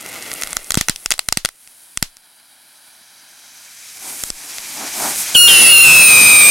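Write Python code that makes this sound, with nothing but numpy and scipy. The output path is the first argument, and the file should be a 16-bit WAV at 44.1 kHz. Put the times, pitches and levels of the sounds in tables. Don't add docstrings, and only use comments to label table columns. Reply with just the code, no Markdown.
import sys
import numpy as np
from scipy import signal
from scipy.fft import rfft, irfft, next_fast_len
from scipy.io import wavfile
from scipy.ndimage import map_coordinates

SR = 44100
rng = np.random.default_rng(int(sys.argv[2]) if len(sys.argv) > 2 else 0)


def dump_mix(stems):
    frames = np.atleast_2d(stems).T
    limited = np.clip(frames, -1, 1)
    pcm = np.round(limited * 32767).astype(np.int16)
    wavfile.write(sys.argv[1], SR, pcm)


N = 286650

# frequency in Hz, relative level in dB.
SPRAY_COLOUR = [(25, -15), (120, -6), (320, 6), (500, 1), (1000, 0.5), (1700, -1), (2100, 6), (2900, -1),
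                (4500, -4), (9500, -5), (11500, -5), (15500, -12)]
FLAME_COLOUR = [(1000, -21), (7600, -12.5), (8600, -7.5), (10200, -3), (11300, -8.5), (12400, -10.5),
                (13500, -16), (16000, -13)]
# time in seconds, level in dB.
FLAME_LEVELS = [(.25, -43), (.5, -36.5), (1, -37), (1.25, -45.5), (1.5, -53), (1.65, -46), (2, -45),
                (2.2, -53.5), (2.9, -49.5), (3.5, -57)]
# start in seconds, crack
# strength in dB, gas thump strength in dB.
POPS = [(0.0625, -14, -58), (0.2245, -13.5, -55), (.3164, -7, -51), (0.4221, -2, -57), (0.4351, 0, -29),
        (.4735, -7.5, -35), (0.5308, -5.5, -29), (0.568, 13, -22), (0.706, 14, -25), (0.72, 3.5, -42),
        (0.7434, 6, -38), (0.7537, -2, -26), (0.7734, 16, 11), (0.8109, 14.5, -10), (0.8851, 16, -29),
        (0.8961, 16, -2.5), (0.9608, -7.5, -60), (1.06, 9, -23), (1.1062, 14.5, -26), (1.1145, 10, -35),
        (1.12, 18, -46), (1.1394, -10, -46), (1.18, -19, -45), (1.1925, 14, -45), (1.2869, 12.5, -26),
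        (1.3251, 17.5, -26), (1.3724, 15.5, -3), (1.4497, 15.5, -51), (1.4572, 6, -48), (1.4892, -11, -43),
        (1.675, -25.5, -59), (1.9738, 7, -28), (2.0263, 17.5, -4), (2.1691, -25, -55), (4.2372, 3, -34),
        (4.3028, 0, -20), (4.584, -11, -40), (5.3535, 5, 5)]
# frequency in Hz, relative level in dB.
CRACK_COLOUR = [(60, -6.5), (400, -10), (1000, -4.5), (1800, 1), (3000, -0.5), (5000, 2.5), (9000, 3.5),
                (12000, -3.5), (16000, -18)]
ECHO_COLOUR = [(60, -14.5), (500, -9), (2000, -1.5), (4500, 2.5), (9000, -3), (16000, -14)]
# frequency in Hz, relative level in dB.
FUSE_COLOUR = [(25, -26), (120, -12.5), (260, -1.5), (370, -3), (470, -14), (620, -3), (1100, -1),
               (1550, 1.5), (2600, -3), (4100, 1.5), (5000, 0.5), (6500, -20), (10000, -2), (15500, -13)]
CHANNEL_COLOUR = [(3500, -30), (5200, -4.5), (6200, 3), (7000, -18), (9000, -22)]
# frequency in Hz, relative level in dB.
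HISS_COLOUR = [(2500, -15), (5000, -8), (7000, -2.5), (9500, 1), (12000, -3), (14500, -5.5), (16000, -17)]
RUSH_COLOUR = [(600, -15.5), (1600, -3), (2350, 2), (3000, -3.5), (4500, -0.5), (6200, 2), (8000, -2.5),
               (12000, -24)]
ROAR_COLOUR = [(25, -34), (130, -7.5), (290, 8.5), (480, -1.5), (730, 7.5), (1300, 2), (2500, -8),
               (6000, -45)]
# middle and half-width in seconds, extra hiss and extra roar in dB.
FLARES = [(4.085, 0.06, 7.5, 9.5), (4.225, 0.096, 7.5, 1), (4.821, 0.064, 0, 11), (5.044, 0.091, 7.5, 16),
          (5.2, .04, 8.5, -3.5)]
# start in seconds, first and burnt-out pitch in Hz, hold and sinking time
# constant in seconds, waver and jitter as shares of the pitch, exhaust level in dB.
TUBES = [(5.348, 2852, 2208, .11, .62, 0.003963, .005, -15),
         (5.475, 3104, 2312, .005, .535, .007, .008, -8.5)]
# time in seconds, main mode in dB, upper mode in dB.
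FIRST_DRIVE = [(5.41, 8.5, 5.5), (5.53, -0.5, -5), (5.7, 1, -1.5), (6.2, 0.5, -12), (6.5, -2.5, -10)]
SECOND_DRIVE = [(5.48, 8, -4), (5.56, -3.5, -5.5), (5.65, -11, 1.5), (5.73, 13.5, 9.5), (5.82, 13.5, 13.5),
                (5.89, 8.5, -6), (6.049, 4.5, 7), (6.2, 1, -0.5), (6.5, 1.5, 4)]
# multiple of the pitch, level in dB against the main mode.
PARTIALS = [(.5, -20.5), (1.5, -23), (2, -17.5), (2.5, -19), (3, -25.5), (4, -22), (4.5, -16.5), (5.5, -18),
            (6, -19)]
# frequency in Hz, relative level in dB.
EXHAUST_COLOUR = [(25, -19), (70, -25.5), (160, 1), (500, 0.5), (1500, -8), (3000, -1), (8000, 1),
                  (12000, 0), (16000, -25)]
# frequency in Hz, correlation from 0 to 1.
STEREO_LIKENESS = [(40, 0.45), (150, 0.91), (450, 0.94), (1000, 0.99), (2400, 0.89), (6000, 1),
                   (15000, 0.76)]
# frequency in Hz, gain in dB.
MIC_RESPONSE = [(9000, 0.5), (12000, 1), (15500, -3)]

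FULL_THUMP_DB = -23.5


def clock():
    return np.arange(N) / SR


def amp(db):
    return 10 ** (np.asarray(db) / 20)


def unit(x):
    return x / np.sqrt(np.mean(x ** 2) + 1e-20)


def along(points, hz):
    freqs, values = np.transpose(points)
    return np.interp(np.log(hz + 1), np.log(freqs + 1), values)


def curves(rows):
    times, *columns = np.transpose(rows)
    return [np.interp(clock(), times, column) for column in columns]


def alight(start, end, fade_s):
    return np.clip(1 + np.minimum(clock() - start, end - clock()) / fade_s, 0, 1)


def wobble(rate):
    return map_coordinates(rng.standard_normal(int(N * rate / SR) + 4), [np.arange(N) * rate / SR])


def filtered(x, response):
    size = next_fast_len(N + SR // 2)
    return irfft(rfft(x, size) * response(np.fft.rfftfreq(size, 1 / SR)), size)[..., :N]


def spread(pair, colour, focus=1):
    def response(hz):
        turn = np.arccos(np.clip(focus * along(STEREO_LIKENESS, hz), -1, 1)) / 2
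        return amp(along(colour, hz)) * [np.cos(turn), np.sin(turn)]
    mid, side = filtered(pair, response)
    return np.array([mid + side, mid - side])


def ledge(x, delay_s, bounce, rough_hz=7000):
    return filtered(
        x, lambda hz: 1 + bounce / (1 + (hz / rough_hz) ** 4) * np.exp(-2j * np.pi * hz * delay_s))


def gas(colour, flutter_db, sputter_db, delay_s=.001265, bounce=.095, focus=1):
    burn = amp(flutter_db * wobble(40) + sputter_db * wobble(600))
    turbulence = spread(burn * rng.standard_normal((2, N)), colour, focus)
    return unit(ledge(turbulence, delay_s, bounce))


def sparks(per_s, scatter_db, life_s):
    sizes = amp(scatter_db * np.minimum(rng.standard_exponential(N), 4))
    ignites = rng.random(N) < per_s / SR
    bursts = signal.lfilter([1], [1, -np.exp(-1 / (life_s * SR))], sizes * ignites)
    crackle = spread(bursts * rng.standard_normal((2, N)), HISS_COLOUR)
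    return unit(ledge(crackle, delay_s=.0016, bounce=.6))


def fountain(spray_db=-31.5, catch_s=.1, spent_s=.586, collapse_s=.07, fade_db_per_s=23):
    spray = gas(SPRAY_COLOUR, flutter_db=1, sputter_db=2.5, delay_s=.00147, bounce=.3)
    crackle = amp(-3.5) * sparks(per_s=260, scatter_db=4.1, life_s=.00015)
    flame = gas(FLAME_COLOUR, flutter_db=.6, sputter_db=1)
    since_spent = np.maximum(clock() - spent_s, 0)
    catching_db = 5 * np.exp(-clock() / catch_s)
    dying_db = 7 * np.minimum(since_spent / collapse_s, 1) + fade_db_per_s * since_spent
    flame_gain = amp(curves(FLAME_LEVELS)[0]) * alight(FLAME_LEVELS[0][0], FLAME_LEVELS[-1][0], fade_s=.1)
    return (spray + crackle) * amp(spray_db - catching_db - dying_db) + flame * flame_gain


def pops(crack_life_s=.00039, thump_hz=150, thump_life_s=.0016, swing_hz=14, echo_t60_s=.16):
    t = np.arange(SR // 4) / SR
    rasp, scatter = np.zeros((2, N + SR))
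    shock, thump = np.zeros((2, 2, N + SR))
    low_cut_swing = amp(-26) * np.cos(2 * np.pi * swing_hz * t + np.pi / 4) * np.exp(-t / .025)
    echo_shape = amp(-60 * t / echo_t60_s) * (1 - np.exp(-t / .00043))
    port_phases = .41 * rng.standard_normal((len(POPS), 2, 1))
    for (start, crack_db, thump_db), port_phase in zip(POPS, port_phases):
        span = slice(round(start * SR), round(start * SR) + len(t))
        shock[0, span.start] += amp(crack_db + 5)
        rasp[span] += amp(crack_db - 2) * np.exp(-t / crack_life_s)
        scatter[span] += (amp(crack_db - 50) + amp(thump_db - 31)) * echo_shape
        puff = np.cos(2 * np.pi * thump_hz * t + port_phase) * np.exp(-t / thump_life_s)
        thump[:, span] -= amp(thump_db) * puff + min(1, amp(thump_db - FULL_THUMP_DB)) * low_cut_swing
    crack = spread(shock[:, :N] + rasp[:N] * rng.standard_normal((2, N)), CRACK_COLOUR, focus=.9)
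    echo = scatter[:N] * unit(spread(rng.standard_normal((2, N)), ECHO_COLOUR, focus=.35))
    return ledge(crack, delay_s=.001483, bounce=.45) + thump[:, :N] + echo


def choke(deepest_db=10, recover_s=.054):
    puffs = np.zeros(N)
    for start, _, thump_db in POPS:
        puffs[round(start * SR)] += min(1, amp(thump_db - FULL_THUMP_DB))
    smothered = signal.lfilter([1], [1, -np.exp(-1 / (recover_s * SR))], puffs)
    return amp(-deepest_db * np.minimum(smothered, 1))


def fuse(start_s=1.8, inside_s=3.55, hiss_db_per_s=4.5, channel_db_per_s=19):
    to_go = np.maximum(inside_s - clock(), 0)
    hiss_gain = amp(-47 - hiss_db_per_s * to_go)
    channel_gain = amp(-49.5 - channel_db_per_s * to_go)
    hiss = gas(FUSE_COLOUR, flutter_db=.7, sputter_db=1, bounce=.42)
    channel = gas(CHANNEL_COLOUR, flutter_db=3, sputter_db=.5, bounce=.3)
    ticks = amp(-13) * sparks(per_s=90, scatter_db=4, life_s=.0002)
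    return ((hiss + ticks) * hiss_gain + channel * channel_gain) * alight(start_s, inside_s, fade_s=.53)


def jets(light_s=3.968, end_s=5.34, smoulder_db_per_s=20.5, burn_db_per_s=9):
    age = clock() - light_s
    pressure_db = age * np.where(age < 0, smoulder_db_per_s, burn_db_per_s)
    flare_hiss_db, flare_roar_db = sum(
        np.outer(extra_db, np.exp(-np.abs((clock() - middle) / width) ** 3))
        for middle, width, *extra_db in FLARES)
    hiss = gas(HISS_COLOUR, flutter_db=.6, sputter_db=1)
    hiss += amp(-14) * sparks(per_s=300, scatter_db=4, life_s=.0002)
    hiss *= amp(-39.5 + flare_hiss_db)
    roar = amp(-52 + flare_roar_db) * gas(ROAR_COLOUR, flutter_db=1.2, sputter_db=.5)
    roar *= alight(light_s, np.inf, fade_s=.03)
    rush = amp(-39 + .14 * flare_roar_db) * gas(RUSH_COLOUR, flutter_db=1.1, sputter_db=1)
    return amp(pressure_db) * (hiss + roar + rush) * alight(0, end_s, fade_s=.096)


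def whistle(start, first_hz, last_hz, hold_s, sink_s, waver, jitter, drive):
    main_db, upper_db = curves(drive)
    age = np.maximum(clock() - start, 0)
    squawk = .09 * np.exp(-age / .014)
    hz = last_hz + (first_hz - last_hz) * np.exp(-np.maximum(age - hold_s, 0) / sink_s)
    unsteady = .005 * wobble(26) + waver * wobble(60) + (jitter + squawk) * wobble(900)
    phase = 2 * np.pi * np.cumsum(hz * (1 + squawk) * (1 + unsteady)) / SR
    partials = sum(amp(db + 2 * wobble(12)) * np.sin(multiple * phase + rng.uniform(0, 2 * np.pi))
                   for multiple, db in PARTIALS)
    sides = np.array([[1], [-1]])
    main = amp(main_db + 1.2 * wobble(18) + 1.3 * wobble(70)) * (np.sin(phase + .14 * sides) + partials)
    upper = amp(upper_db + 1.2 * wobble(90)) * np.sin(7 / 2 * phase + .25 * wobble(500) + .22 * sides)
    upper *= np.minimum(age / .032, 1) ** 2
    attack = np.minimum(age / .0077, 1)
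    return (main + upper) * attack


def whistle_tubes():
    out = np.zeros((2, N))
    for (start, *voice, exhaust_db), drive in zip(TUBES, (FIRST_DRIVE, SECOND_DRIVE)):
        exhaust = gas(EXHAUST_COLOUR, flutter_db=1, sputter_db=1.5, focus=.4)
        exhaust += amp(-9) * sparks(per_s=200, scatter_db=5, life_s=.0003)
        exhaust *= amp(exhaust_db) * alight(start, np.inf, fade_s=.0071)
        out += whistle(start, *voice, drive) + exhaust
    return out


def scene():
    return choke() * (fountain() + fuse() + jets()) + pops() + whistle_tubes()


def record(dry, ceiling=.58, low_cut_hz=10, top_hz=15800):
    oversampled = signal.resample_poly(dry, 2, 1, axis=1)
    flattened = oversampled / (1 + np.abs(oversampled / ceiling) ** 10) ** (1 / 10)
    overloaded = signal.resample_poly(flattened, 1, 2, axis=1)

    def response(hz):
        low_cut = 1j * hz / (low_cut_hz + 1j * hz)
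        return amp(along(MIC_RESPONSE, hz)) * low_cut * (hz < top_hz)
    return filtered(overloaded, response)


dry = scene()
out = record(dry)
dump_mix(out)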